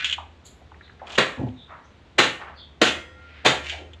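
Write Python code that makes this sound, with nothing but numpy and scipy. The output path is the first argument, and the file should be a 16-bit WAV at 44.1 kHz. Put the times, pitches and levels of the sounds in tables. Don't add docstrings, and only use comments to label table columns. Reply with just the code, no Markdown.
import sys
import numpy as np
from scipy import signal
from scipy.fft import rfft, irfft, next_fast_len
from scipy.io import wavfile
from scipy.ndimage import map_coordinates

SR = 44100
rng = np.random.default_rng(int(sys.argv[2]) if len(sys.argv) > 2 else 0)


def dump_mix(stems):
    frames = np.atleast_2d(stems).T
    limited = np.clip(frames, -1, 1)
    pcm = np.round(limited * 32767).astype(np.int16)
    wavfile.write(sys.argv[1], SR, pcm)


N = 176400
T = np.arange(SR) / SR
CONTACTS_PER_S, THUMP_FALL_S = 9000, 0.064
FRICTION_WET_DB = -4.5

# frequency_hz, level_db
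SLAP_SPECTRUM = [(60, -30.5), (140, -3), (260, -4.5), (600, -4), (1000, -5), (1500, -1), (2500, -1),
                 (4000, -2), (5300, -17.5), (7000, -12.5), (9500, -31), (13500, -48.5)]
# frequency_hz, level_db
RUB_SPECTRUM = [(200, -42), (900, -29), (1500, -3.5), (2500, 1.5), (3500, -0.5), (5000, -14.5),
                (7000, -16.5), (9500, -36), (14000, -59)]


def cloth_blows():
    # start_s, level_db, landing_s, treble_db, smack_db, thump_hz, thump_db,
    # rattle_db, ring_db, sustain_factor
    blows = [(1.177, -14.5, 0.0082, -14, 1, 464, -3, -15.5, -10.5, 0.15),
             (2.182, -12, 0.0084, -4.5, 1, 546, -5, -10, -17, 0.52),
             (2.814, -13, 0.0052, 0, -2.5, 404, 3.5, -8, -19, 0.99),
             (3.448, -14, .017, -3.5, 1.5, 531, 1, -11.5, -21.5, 1.08)]
    slap_fall_s, smack_fall_s, whoosh_lead_s = 0.21, 0.049, 0.012
    out = np.zeros(N)
    for start, db, land, treble_db, smack_db, thump_hz, thump_db, rattle_db, ring_db, sustain in blows:
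        slap = burst(swell(land, slap_fall_s / 2) ** .5, SLAP_SPECTRUM, CONTACTS_PER_S, treble_db)
        smack = amp(smack_db) * burst(swell(land, 2 * smack_fall_s) ** 2, SLAP_SPECTRUM, CONTACTS_PER_S)
        thump = amp(thump_db) * burst(swell(land, THUMP_FALL_S), band(thump_hz, octaves=1.21))
        chatter = burst(swell(rise_s=0.058, fall_s=0.23), SLAP_SPECTRUM, CONTACTS_PER_S / 2, treble_db)
        rattle = amp(rattle_db) * held_spokes(chatter)
        jangle = amp(-9.5) * swell(land, 0.32 * sustain) * spoke_tones(SLAP_SPECTRUM, count=44)
        jangle += amp(-4.5) * swell(land, 0.74 * sustain) * spoke_tones(RUB_SPECTRUM, count=12)
        impact = patio(slap + smack + thump + rattle, wet_db=-5)
        ringing = amp(ring_db) * (wire_ring(land, sustain) + jangle)
        add(out, start, amp(db) * (impact + ringing))
        whoosh = burst(swell(whoosh_lead_s, THUMP_FALL_S) ** 2, band(hz=338, octaves=2.4))
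        add(out, start - whoosh_lead_s, amp(db - 23.5) * whoosh)
    return out


def wire_ring(landing_s, sustain):
    # pitch_hz, level_db, base_t60_s
    modes = [(246.4, -22, 0.62), (359.3, 7.5, 0.51), (510, -3, 1.16), (910, -1, 0.28), (1065, 4.5, .3),
             (1383, 9.5, 0.63), (1386, -15, 1.6), (1427, -1, 0.2), (1444, -8, 0.31), (1865, 2, 0.92),
             (1956, -4.5, 0.83), (2116, 0.5, 1.04), (2321, 5, 0.22), (2584, 6, 0.46)]
    waver_per_s, waver_depth = 14, .45
    out = np.zeros(SR)
    for hz, db, t60 in modes:
        waver = 1 + waver_depth * (wobble(waver_per_s, SR) + 1j * wobble(waver_per_s, SR))
        tone = np.real(waver * np.exp(2j * np.pi * (hz * T + rng.random())))
        out += amp(db) * swell(landing_s, t60 * sustain) * tone
    return out / 2


def ring_beat(start_s=3.12, pitch_hz=1394, level_db=-46):
    out = np.zeros(N)
    tone = swell(rise_s=0.14, fall_s=0.52) * np.sin(2 * np.pi * pitch_hz * T)
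    add(out, start_s, amp(level_db) * tone)
    return out


def spoke_tones(spectrum, count, low_hz=1295, high_hz=8515):
    hz = low_hz + (high_hz - low_hz) * (np.arange(count) + 2 * rng.random(count)) / count
    gains = amp(along(spectrum, hz)) * rng.rayleigh(1, count)
    return unit(gains @ np.sin(2 * np.pi * (hz[:, None] * T + rng.random((count, 1)))))


def held_spokes(contact):
    response = swell(rise_s=0.00017, fall_s=0.068) * spoke_tones(SLAP_SPECTRUM, count=30)
    ringing = signal.fftconvolve(contact, response)[:SR]
    return unit(unit(contact) + amp(-5) * unit(ringing)) * np.sqrt(np.mean(contact ** 2))


def wire_clicks():
    # start_s, level_db
    clicks = [(.001, -33.5), (0.045, -14), (.056, -19), (0.068, -27), (0.091, -28), (0.098, -21),
              (0.111, -20), (.1265, -15.5), (0.131, -21.5), (0.139, -24), (1.071, -36.5), (1.104, -34),
              (1.155, -25.5), (1.488, -49.5), (3.697, -22), (3.934, -39)]
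    # frequency_hz, level_db
    click_spectrum = [(300, -27), (1200, -19), (2300, -2), (3300, 10.5), (4100, -9), (5200, -23.5),
                      (7100, -10.5), (9200, -41.5), (11500, -41), (14000, -57)]
    out = np.zeros(N)
    for start, db in clicks:
        chatter = burst(swell(rise_s=0.0016, fall_s=0.038), click_spectrum)
        snap = amp(-3) * unit(colour(signal.unit_impulse(SR), click_spectrum)) * chatter.std()
        click = (held_spokes(chatter) + snap) / np.sqrt(2)
        add(out, start, amp(db) * patio(click, wet_db=-14))
    return out


def grille_handling():
    # start_s, rise_s, fall_s, level_db, treble_db
    rubs = [(-.01, 0.0062, 0.24, -26.5, -20.5), (0.039, 0.017, 0.22, -29, 5), (.11, 0.019, 0.11, -37.5, -5),
            (1.05, 0.062, 0.87, -41.5, 13), (3.611, 0.092, 0.29, -34.5, 5),
            (3.689, 0.011, 0.18, -31.5, 0.5)]
    # time_s, level_db, centre_hz, t60_s
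    taps = [(0.182, -30, 910, 0.12), (.616, -49, 700, 0.077), (.719, -37.5, 940, 0.021),
            (0.744, -45, 1720, 0.018), (.810, -39.5, 1690, 0.032), (0.88, -46, 2290, 0.014),
            (0.897, -40.5, 1570, 0.019), (.997, -47.5, 1540, 0.12), (1.016, -34.5, 722, 0.16)]
    out = np.zeros(N)
    for start, rise, fall, db, treble_db in rubs:
        scrape = burst(swell(rise, fall), RUB_SPECTRUM, contacts_per_s=1000, treble_db=treble_db)
        add(out, start, amp(db) * patio(held_spokes(scrape), FRICTION_WET_DB))
    for time, db, hz, t60 in taps:
        tap = burst(swell(rise_s=0.00079, fall_s=t60), band(hz, octaves=0.52))
        add(out, time - .002, amp(db) * patio(tap, wet_db=-8.5))
    return out


def cloth_movement():
    # start_s, rise_s, fall_s, level_db, centre_hz, width_octaves
    swishes = [(0.443, 0.024, 0.093, -48, 6960, 0.2), (0.448, 0.016, 0.12, -60.5, 10300, 0.31),
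               (0.449, 0.016, 0.18, -52, 3770, 0.43), (1.0, 0.11, 0.58, -43, 800, 1.62),
               (1.675, 0.042, 0.44, -42, 1065, 1.03), (2.389, 0.03, 0.2, -36, 1000, 1.44),
               (2.461, 0.019, 0.27, -40.5, 1000, 1.38), (3.148, 0.24, 0.71, -50.5, 2040, 1.02),
               (3.71, 0.023, 0.19, -39, 690, 0.58), (3.78, 0.035, 0.23, -42, 390, 0.91)]
    # start_s, level_db
    flaps = [(1.371, -32), (1.39, -24.5), (1.41, -22.5), (1.431, -20.5), (1.462, -26.5)]
    # frequency_hz, level_db
    flap_spectrum = [(40, -39), (70, -7), (105, 1), (170, -10), (215, -5), (255, 4.5), (300, -10),
                     (390, -13), (450, -17.5), (900, -19), (1300, -51), (3000, -88)]
    out = np.zeros(N)
    for start, rise, fall, db, hz, octaves in swishes:
        swish = burst(swell(rise, fall), band(hz, octaves), CONTACTS_PER_S)
        add(out, start, amp(db) * patio(swish, FRICTION_WET_DB))
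    for start, db in flaps:
        flap = burst(swell(rise_s=0.0045, fall_s=0.13), flap_spectrum)
        add(out, start, amp(db) * patio(flap, wet_db=-11))
    return out


def distant_birds():
    # start_s, length_s, start_hz, end_hz, level_db
    chirps = [(0.818, 0.064, 3860, 3780, -52.5), (1.557, .115, 3650, 3550, -48),
              (1.833, 0.045, 5360, 6500, -65), (2.553, 0.08, 4520, 4310, -49.5),
              (2.57, 0.089, 3550, 3360, -44)]
    out = np.zeros(N)
    for start, length, start_hz, end_hz, db in chirps:
        progress = np.minimum(T / length, 1)
        warble = 1 + 0.056 * wobble(710, SR)
        hz = (start_hz + (end_hz - start_hz) * progress) * warble
        chirp = np.sin(np.pi * progress) * np.sin(2 * np.pi * np.cumsum(hz) / SR)
        add(out, start, amp(db) * patio(chirp, wet_db=-1))
    return out


def patio(x, wet_db, wall_delay_s=0.0025, build_s=0.011):
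    # frequency_hz, t60_s
    decay_times = [(100, 0.36), (500, 0.41), (2000, 0.4), (5000, 0.28), (12000, 0.43)]
    hz, t, noise = signal.stft(rng.standard_normal(SR), SR, nperseg=256)
    decay = amp(-60 * t / along(decay_times, hz)[:, None])
    tail = signal.istft(noise * decay, SR, nperseg=256)[1][:SR]
    tail *= np.clip((T - wall_delay_s) / build_s, 0, 1)
    return x + amp(wet_db) * signal.fftconvolve(x, tail / np.linalg.norm(tail))[:SR]


def outdoor_air():
    # frequency_hz, level_db
    air_spectrum = [(25, -20), (70, 5.5), (130, -5), (300, -8), (1000, -16.5), (3800, -23.5), (5200, -34.5),
                    (7200, -37.5), (9000, -49), (14000, -67)]
    return amp(-52 + 0.27 * wobble(2.18)) * unit(colour(rng.standard_normal(N), air_spectrum))


def low_hum(centre_hz=75.3):
    # time_s, level_db
    hum_levels = [(0.0, -66.5), (0.09, -48.5), (1.34, -65), (1.41, -46.5), (1.94, -66), (2.03, -65),
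                  (3.0, -47), (3.03, -57.5), (3.69, -44), (4.0, -48)]
    level_db = np.interp(np.arange(N) / SR, *np.transpose(hum_levels)) + 1.3 * wobble(30)
    hz = centre_hz * (1 + 0.052 * wobble(4))
    return amp(level_db) * unit(np.sin(2 * np.pi * np.cumsum(hz) / SR))


def burst(envelope, spectrum, contacts_per_s=SR, treble_db=0):
    contacts = unit(rng.standard_normal(SR) * (rng.random(SR) < contacts_per_s / SR))
    return unit(colour(contacts * envelope, spectrum, treble_db)) * np.sqrt(np.mean(envelope ** 2))


def swell(rise_s, fall_s):
    return np.minimum(T / rise_s, 1) * amp(-60 * np.maximum(T - rise_s, 0) / fall_s)


def band(hz, octaves):
    offset = np.linspace(-2.5, 2.5, 41)
    return np.column_stack([hz * 2 ** (offset * octaves), -12 * offset ** 2])


def colour(x, spectrum, treble_db=0):
    size = next_fast_len(len(x) + 8192)
    hz = np.fft.rfftfreq(size, 1 / SR)
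    shelf_db = treble_db * hz ** 2 / (hz ** 2 + 4000 ** 2)
    gain = unit(amp(along(spectrum, hz) + shelf_db))
    cepstrum = irfft(np.log(gain + 1e-6), size)
    cepstrum[1:size // 2] *= 2
    cepstrum[size // 2 + 1:] = 0
    return irfft(rfft(x, size) * np.exp(rfft(cepstrum)), size)[:len(x)]


def wobble(knots_per_s, size=N):
    knots = rng.standard_normal(int(size * knots_per_s / SR) + 4)
    return map_coordinates(knots, [np.arange(size) * knots_per_s / SR])


def along(points, hz):
    point_hz, values = np.transpose(points)
    return np.interp(np.log(hz + 1), np.log(point_hz + 1), values)


def amp(db):
    return 10 ** (np.asarray(db) / 20)


def unit(x):
    return x / np.sqrt(np.mean(x ** 2) + 1e-20)


def add(out, start_s, x):
    first = round(start_s * SR)
    x = x[max(-first, 0):N - first]
    out[max(first, 0):][:len(x)] += x


def scene():
    foreground = cloth_blows() + ring_beat() + wire_clicks() + grille_handling() + cloth_movement()
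    return (foreground + distant_birds() + outdoor_air() + low_hum())[None]


def record(dry):
    ceiling, top_hz = .92, 14100
    rounded = dry / (1 + np.abs(dry / ceiling) ** 6) ** (1 / 6)
    return signal.sosfilt(signal.ellip(10, .1, 80, top_hz, fs=SR, output="sos"), rounded)


dry = scene()
out = record(dry)
dump_mix(out)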